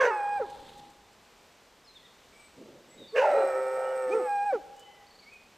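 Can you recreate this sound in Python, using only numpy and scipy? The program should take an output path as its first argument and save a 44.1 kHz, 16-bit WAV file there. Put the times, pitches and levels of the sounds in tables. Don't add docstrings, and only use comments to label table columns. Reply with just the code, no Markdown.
import sys
import numpy as np
from scipy import signal
from scipy.fft import rfft, irfft, next_fast_len
from scipy.io import wavfile
from scipy.ndimage import map_coordinates

SR = 44100
rng = np.random.default_rng(int(sys.argv[2]) if len(sys.argv) > 2 else 0)


def bounce(signal):
    frames = np.transpose(np.atleast_2d(signal))
    limited = np.clip(frames, -1, 1)
    pcm = np.round(limited * 32767).astype(np.int16)
    wavfile.write(sys.argv[1], SR, pcm)


N = 245637
TIME = np.arange(N) / SR

# frequency in Hz, relative density in dB.
AIR_COLOUR = [(15, -34.5), (25, -2.5), (49, -3), (134, -7.5), (200, -1.5), (326, -5.5), (427, -1),
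              (575, -3), (911, -3.5), (1440, -7.5), (3520, -10.5), (8140, -18), (9840, -26), (14000, -25),
              (16000, -44)]
# frequency in Hz, side minus mid in dB.
AIR_WIDTH = [(60, -14), (110, -16), (200, -23), (380, -21.5), (700, -21), (1290, -20.5), (2380, -26.5),
             (4400, -22.5), (8120, -7.5), (15000, -21.5)]
# frequency in Hz, time to fall 60 dB in seconds.
WOOD_T60 = [(150, 1.4), (500, 0.86), (700, 1.4), (830, 1.92), (1100, 1.22), (2000, 0.72), (4000, 0.81),
            (12000, 0.46)]
# time in seconds, gain in dB.
TREE_SEND = [(.4, -18.5), (3.3, -20), (4.5, -24.5)]
# frequency in Hz, left minus right in dB.
PAN_LEVEL = [(380, -1), (700, -0.2), (1290, -2.6), (2380, -3), (4400, -1.4), (8100, -5), (12000, 0)]
# frequency in Hz, lead of the left in radians.
PAN_PHASE = [(0, 0.063), (6120, -0.082), (7920, 0.1), (8870, -0.0), (11100, 0.2), (11500, -0.0),
             (15900, -0.0)]
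# start in seconds, relative level in dB.
STALK_SNAPS = [(0.4994, -45.5), (0.7776, -47.5), (0.9, -51.5), (1.13, -55), (4.764, -50), (4.7944, -44.5),
               (5.3358, -51.5)]
# start and length in seconds, first and last pitch in Hz, relative level in dB.
BIRD_NOTES = [(1.845, .04, 5220, 4760, -63), (1.87, 0.044, 4260, 3930, -53),
              (1.945, 0.039, 3800, 3250, -55), (2.02, 0.056, 1840, 2040, -63.5),
              (2.05, 0.022, 3860, 3250, -55), (2.32, .13, 2260, 2300, -57), (2.33, 0.16, 8000, 7980, -62.5),
              (2.87, .1, 7843, 7654, -63), (2.9, 0.066, 1973, 2080, -65), (2.975, 0.093, 3830, 3480, -51),
              (3.075, 0.054, 4700, 4080, -55.5), (3.28, .17, 3900, 3980, -57),
              (3.82, .1, 2802, 2930, -60.5), (4.75, 0.21, 2931, 3020, -61.5), (4.84, .2, 2046, 1935, -63),
              (5.21, 0.042, 2360, 2120, -57), (5.255, 0.054, 2100, 2385, -55),
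              (5.31, 0.087, 2498, 2430, -54)]

# start, rise, hold and decay in seconds, level in dB.
HUFF_PUFFS = [(2.54, .05, .09, 0.23, -53), (2.9, .1, 0.028, .035, -54)]
# frequency in Hz, relative density in dB.
HUFF_SPECTRUM = [(70, -32.5), (130, -4.5), (280, 1), (570, 0), (750, -18), (1500, -34.5), (5000, -72.5)]
THROAT_SPECTRUM = [(100, -29.5), (200, -14.5), (330, -13.5), (520, -6), (800, 2.5), (1100, -6), (1600, -4),
                   (2100, -0.5), (2600, -10.5), (3200, -17.5), (4300, -20), (6000, -21.5), (7300, -26),
                   (10000, -35), (15000, -41)]
WHISTLE_SPECTRUM = [(3000, -40.5), (4900, -23), (5450, -10.5), (5900, -30.5), (7600, -19), (8130, 1),
                    (8700, -23.5), (10700, -42), (11500, -19), (12200, -30.5), (13050, -19.5), (13900, -30),
                    (15500, -39)]
# centre and width in Hz, level at full strain in dB
SCREAM_RESONANCES = [(538, 190, -31, -26.5), (980, 170, -39, -44), (1650, 470, -31.5, -35.5),
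                     (2676, 600, -57, -35.5), (6060, 550, -51, -63)]
# start and length in seconds, level in dB.
HOARSE_SPELLS = [(3.208, 0.22, -35), (3.755, .14, -41.5)]
# start and length in seconds, top pitch in Hz, relative level in dB.
GRUNT_ARCHES = [(3.31, .15, 450, -29), (4.084, .15, 455, -25.5)]
# frequency in Hz, gain in dB.
MOUTH_GAIN = [(150, -14.5), (300, -7), (480, 0), (820, 1.5), (1050, -16), (1320, -0.5), (1700, -11.5),
              (2500, -14.5), (3300, -34.5)]
# multiple of the pitch, relative level in dB.
GRUNT_HARMONICS = [(1, 0), (2, -10), (3, -12.5), (4, -28), (5, -26)]
MOAN_HARMONICS = [(1, 0), (2, -33.5)]
FIRST_SQUEAL_HARMONICS = [(1, 0.5), (2, -13.5), (3, -19), (4, -37.5), (5, -39.5), (6, -37.5), (7, -51)]
SECOND_SQUEAL_HARMONICS = [(1, -0.5), (2, -17), (3, -22.5), (4, -46.5), (5, -39.5), (6, -46), (7, -46.5)]
# multiple of the moan pitch, of the squeal pitch, relative level in dB.
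MIXED_TONES = [(-1, 1, 0), (-2, 2, -6), (-3, 3, -13), (-1, 2, -1), (1, 1, -10), (3, 0, -16), (0, 2, -12),
               (1, 2, -15), (2, 1, -21), (-1, 3, -23)]
# time in seconds, pitch in Hz.
MOAN_CURVES = [
    [(0, 524), (.045, 500), (.15, 478)],
    [(3.13, 420.2), (3.16, 491.5), (3.198, 512.5), (3.226, 570.7), (3.31, 588.2), (3.385, 546), (3.46, 542),
     (3.55, 523), (3.95, 523), (4.2, 502.5)],
]
SQUEAL_CURVES = [
    [(0.0, 1104), (0.024, 1087), (0.064, 963.6), (0.102, 959), (0.11, 874), (0.212, 815.8), (0.385, 824)],
    [(3.145, 1110), (3.21, 1023), (3.32, 959), (3.52, 912.2), (4, 916.2), (4.11, 882), (4.235, 878),
     (4.285, 817.6), (4.41, 808.6), (4.47, 829.6), (4.52, 796)],
]
# start, scream end, moan end, break, strain hold and strain decay in seconds, then
# relative levels in dB of the squeal under the moan, the squeal alone, mixed tones, whistle and break.
CRY_STAGES = [(-.035, 0.081, 0.08, .389, .1, 0.05, -31.5, -31.5, -29.5, -63, -29),
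              (3.118, 3.452, 4.262, 4.516, 0.062, 0.23, -46.5, -27.5, -37, -52.5, -25)]


def amp(db):
    return 10 ** (np.asarray(db) / 20)


def unit(x):
    return x / np.sqrt(np.mean(x ** 2) + 1e-20)


def along(points, hz):
    return np.interp(np.log(hz + 1), np.log(np.transpose(points)[0] + 1), np.transpose(points)[1])


def curve(*curves):
    return np.interp(TIME, *np.concatenate(curves).T)


def envelope(start_s, end_s, attack_s, release_s):
    rise = np.clip((TIME - start_s) / attack_s, 0, 1) ** 2
    return rise * np.exp(-np.maximum(TIME - end_s, 0) / release_s)


def swell(centre_s, width_s):
    return np.exp(-((TIME - centre_s) / width_s) ** 2)


def wobble(rate_hz):
    knots = rng.standard_normal(int(N * rate_hz / SR) + 4)
    fine = np.arange(0, len(knots) - 1, .25)
    return np.interp(TIME * rate_hz, fine, map_coordinates(knots, [fine]))


def filtered(x, response):
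    size = next_fast_len(N + SR // 2)
    return irfft(rfft(x, size) * response(np.fft.rfftfreq(size, 1 / SR)), size)[..., :N]


def noise(colour):
    return unit(filtered(rng.standard_normal(N), lambda hz: amp(along(colour, hz))))


def band(centre_hz, width_hz):
    white = rng.standard_normal(N)
    return unit(filtered(white, lambda hz: 1 / (1 + (2 * (hz - centre_hz) / width_hz) ** 6)))


def phase_of(hz, jitter):
    return 2 * np.pi * np.cumsum(hz * (1 + jitter * wobble(260))) / SR


def partial(phase, rough):
    angle = np.float32(phase)
    size = np.sqrt(2 * np.clip(1 - rough ** 2, 0, 1)) + rough * wobble(170)
    return size * np.sin(angle) + rough * wobble(170) * np.cos(angle)


def air(level_db=-58.81, drift_db=.5, rumble_db=-59):
    mid = amp(level_db + drift_db * wobble(2.92)) * noise(AIR_COLOUR)
    side = amp(level_db) * filtered(noise(AIR_COLOUR), lambda hz: amp(along(AIR_WIDTH, hz)))
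    colour = [(20, -10.5), (45, -8), (65, -1.5), (90, -11), (200, -9), (350, -8), (600, -30), (2000, -78)]
    rumble = amp(rumble_db) * swell(centre_s=.62, width_s=.35) * noise(colour)
    return np.array([mid + side, mid - side]) + rumble


def echo(x, delay_s=.035, build_s=.027):
    hz, t, spectrum = signal.stft(rng.standard_normal(2 * SR), SR, nperseg=256)
    decay = amp(-60 * t / along(WOOD_T60, hz)[:, None])
    tail = signal.istft(spectrum * decay * (1 - np.exp(-t / build_s)), SR, nperseg=256)[1]
    delayed = np.interp(TIME - delay_s, TIME, x, left=0)
    return signal.fftconvolve(delayed, tail / np.linalg.norm(tail))[:N]


def rustle(level_db=-58.5, grain_db=3, clump_db=1.5):
    colour = [(100, -11.5), (250, -7), (600, -8), (2500, -5), (3600, 4), (4400, -1), (5500, -14),
              (8000, -11), (15000, -28.5)]
    grains = amp(grain_db * wobble(220) + clump_db * wobble(40))
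    return amp(level_db) * swell(centre_s=.63, width_s=.27) * unit(noise(colour) * grains)


def snaps(gain_db=-11, t60_s=.071):
    gain = sum(amp(db + gain_db - 60 * np.abs(TIME - s) / t60_s) * (TIME >= s) for s, db in STALK_SNAPS)
    return gain * noise([(1000, -21), (4000, -6), (8000, 4.5), (10000, -9), (15000, -10)])


def trill(start_s=5.063, step_s=.0415, note_s=.0203, from_hz=4050, to_hz=4710, relative_db=-55.5):
    return [(start_s + k * step_s, note_s, from_hz, to_hz, relative_db - 5 / 2 ** k) for k in range(5)]


def birds(jitter=.013, waver_db=3, pitch_bow=.0151):
    song = np.zeros(N)
    unsteady = 1 + jitter * wobble(300)
    for start_s, length_s, from_hz, to_hz, db in [*BIRD_NOTES, *trill()]:
        on = (TIME >= start_s) & (TIME < start_s + length_s)
        progress = (TIME[on] - start_s) / length_s
        arch = np.abs(np.sin(np.pi * progress))
        hz = (from_hz + (to_hz - from_hz) * progress) * (1 + pitch_bow * arch) * unsteady[on]
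        song[on] += amp(db) * np.sqrt(2 * arch) * np.sin(2 * np.pi * np.cumsum(hz) / SR)
    return song * amp(waver_db * wobble(60))


def huffs(flutter_db=1.6):
    gain = sum(amp(db) * envelope(s, s + rise_s + hold_s, rise_s, decay_s)
               for s, rise_s, hold_s, decay_s, db in HUFF_PUFFS)
    return gain * unit(noise(HUFF_SPECTRUM) * amp(flutter_db * wobble(70)))


def yelp(at_s=4.128, width_s=.013, centre_hz=2433, rise_hz_per_s=6000, level_db=-39, hiss_ratio_db=-19):
    hz = centre_hz + rise_hz_per_s * np.clip(TIME - at_s, -2 * width_s, 2 * width_s)
    squeak = swell(at_s, width_s) * partial(2 * np.pi * np.cumsum(hz) / SR, rough=.34)
    colour = [(1500, -25), (2900, 0), (4000, -5.5), (5600, -2.5), (8000, -10.5), (13000, -22)]
    hiss = swell(at_s, width_s=.035) * noise(colour)
    return amp(level_db) * (squeak + amp(hiss_ratio_db) * hiss)


def swoops(arch_sag=.45, arch_fade_db=20, slackest_hz=180.):
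    snap_hz, snap_s, slide_from_hz, slide_hz_per_s, hold_s = 217.4, .00593, 571.3, 3200, .036
    hz, gain = np.full(N, slackest_hz), np.zeros(N)
    for start_s, length_s, top_hz, db in GRUNT_ARCHES:
        off_centre = (2 * (TIME - start_s) / length_s - 1) ** 2
        hz = np.maximum(hz, top_hz * (1 - arch_sag * off_centre))
        gain += amp(db - arch_fade_db * np.minimum(off_centre, 10))
    for _, _, _, break_s, *_, db in CRY_STAGES:
        age_s = np.maximum(TIME - break_s, 0)
        falling_hz = slide_from_hz + snap_hz * np.exp(-age_s / snap_s) - slide_hz_per_s * age_s
        hz = np.maximum(hz, (TIME >= break_s) * falling_hz)
        gain += amp(db) * envelope(break_s, break_s + hold_s, attack_s=.015, release_s=.017)
    return hz, gain


def grunts(rasp_ratio_db=-25, growl_ratio_db=-25):
    hz, gain = swoops()
    phase = phase_of(hz, jitter=.02)
    folds = sum(amp(db) * partial(k * phase, rough=.22) for k, db in GRUNT_HARMONICS)
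    tone = filtered(folds, lambda hz: amp(along(MOUTH_GAIN, hz)))
    growl = amp(growl_ratio_db) * noise([(120, -27), (220, -3), (340, 4.5), (500, -23), (2000, -62)])
    rasp = amp(rasp_ratio_db) * noise(THROAT_SPECTRUM)
    return gain * (tone + rasp + growl)


def cry_controls(start_s, scream_end_s, moan_end_s, break_s, hold_s, relax_s,
                 under_db, alone_db, mixed_db, whistle_db):
    attack_s, cut_s, handover_s = .042, .0059, .029
    catch_s, catch_rise_s = start_s + .026, .018
    moan_db, scream_db, dip_db = -30, -31, -6.5
    mixed_sag_db_per_s, whistle_sag_db_per_s = 8, 7.5
    age_s = np.maximum(TIME - start_s, 0)
    sounding = envelope(start_s, break_s, attack_s, cut_s)
    screaming = envelope(start_s, scream_end_s, attack_s, cut_s)
    moaning = envelope(start_s, moan_end_s, attack_s, release_s=.018)
    strain = envelope(catch_s, start_s + hold_s, catch_rise_s, relax_s)
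    mixing = envelope(catch_s, moan_end_s, catch_rise_s, release_s=.042)
    handover = (1 + np.tanh((TIME - moan_end_s) / handover_s)) / 2
    dip = swell(centre_s=4.452, width_s=.0072)
    return dict(
        sounding=sounding, moaning=moaning, strain=strain,
        droop=.0501 * swell(break_s, width_s=.01604),
        moan=amp(moan_db) * moaning + amp(scream_db) * screaming,
        squeal=sounding * amp(under_db + (alone_db - under_db) * handover + dip_db * dip),
        mixed=amp(mixed_db - mixed_sag_db_per_s * age_s) * mixing,
        whistle=amp(whistle_db - whistle_sag_db_per_s * age_s) * sounding * (1 - strain))


def total(cries, name):
    return sum(cry[name] for cry in cries)


def hoarse_spells(attack_s=.025, release_s=.12):
    return [(envelope(s, s + length_s, attack_s, release_s), db) for s, length_s, db in HOARSE_SPELLS]


def turbulence(cries, strain_db=-36, moan_db=-58, ease_db=-66, flutter_db=1.53, waver_db=1.5):
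    flow = (amp(strain_db) * total(cries, "strain") ** 1.83 + amp(moan_db) * total(cries, "moaning")
            + amp(ease_db) * total(cries, "sounding"))
    first, second = (cry["strain"] ** 4.8 for cry in cries)
    scream = sum(band(centre_hz, width_hz) * (amp(first_db) * first + amp(second_db) * second)
                 for centre_hz, width_hz, first_db, second_db in SCREAM_RESONANCES)
    hoarse = band(centre_hz=720, width_hz=320) * sum(amp(db) * spell for spell, db in hoarse_spells())
    whistle = noise(WHISTLE_SPECTRUM) * total(cries, "whistle") * amp(waver_db * wobble(12))
    rasp = flow * noise(THROAT_SPECTRUM)
    return (rasp + scream + hoarse + whistle) * unit(amp(flutter_db * wobble(300)))


def voice(cries, waver_db=2.2, moan_jitter=.05053, squeal_jitter=.0412, blur=.048, low_cut_hz=362):
    rough = .04 + .56 * total(cries, "strain") + .14 * sum(spell for spell, _ in hoarse_spells())
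    squeal_hz = curve(*SQUEAL_CURVES) * (1 - total(cries, "droop"))
    moan_phase = phase_of(curve(*MOAN_CURVES), moan_jitter * rough)
    squeal_phase = phase_of(squeal_hz, squeal_jitter * rough)
    moan = total(cries, "moan") * sum(amp(db) * partial(k * moan_phase, rough) for k, db in MOAN_HARMONICS)
    first, second = (cry["squeal"] for cry in cries)
    squeal = np.zeros(N)
    for (k, first_db), (_, second_db) in zip(FIRST_SQUEAL_HARMONICS, SECOND_SQUEAL_HARMONICS):
        gain = amp(first_db) * first + amp(second_db) * second
        squeal += gain * partial(k * squeal_phase, np.minimum(rough + blur * (k - 1) ** 2, 1))
    joint_rough = np.minimum(np.sqrt(2) * rough, 1)
    mixed = total(cries, "mixed") * sum(
        amp(db + waver_db * wobble(22.01)) * partial(m * moan_phase + n * squeal_phase, joint_rough)
        for m, n, db in MIXED_TONES)
    ring_gain = amp(-21.5) * envelope(start_s=3.19, end_s=3.239, attack_s=.049, release_s=.065)
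    ring = ring_gain * partial(2 * (squeal_phase - moan_phase), rough)
    return filtered(moan + squeal + mixed + ring, lambda hz: 1 - 1 / (1 + (hz / low_cut_hz) ** 10))


def panned(x):
    halves = np.array([[.5], [-.5]])
    return filtered(x, lambda hz: amp(halves * along(PAN_LEVEL, hz))
                    * np.exp(1j * halves * along(PAN_PHASE, hz)))


def scene(side_echo_db=-31, bird_gain_db=-3, bird_echo_db=-7.5):
    cries = [cry_controls(*row[:-1]) for row in CRY_STAGES]
    cry = voice(cries) + grunts() + yelp() + turbulence(cries) + huffs()
    song = birds()
    animal = cry + echo(cry * amp(curve(TREE_SEND)))
    side_echo = amp(side_echo_db) * echo(cry, delay_s=.01, build_s=.01) * np.array([[1], [-1]])
    far_birds = amp(bird_gain_db) * song + amp(bird_echo_db) * echo(song, delay_s=.008, build_s=.004)
    return panned(animal) + side_echo + far_birds + snaps() + rustle() + air()


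def record(dry, fade_s=.004, top_hz=15600):
    return filtered(dry * np.minimum(TIME / fade_s, 1), lambda hz: hz < top_hz)


dry = scene()
out = record(dry)
bounce(out)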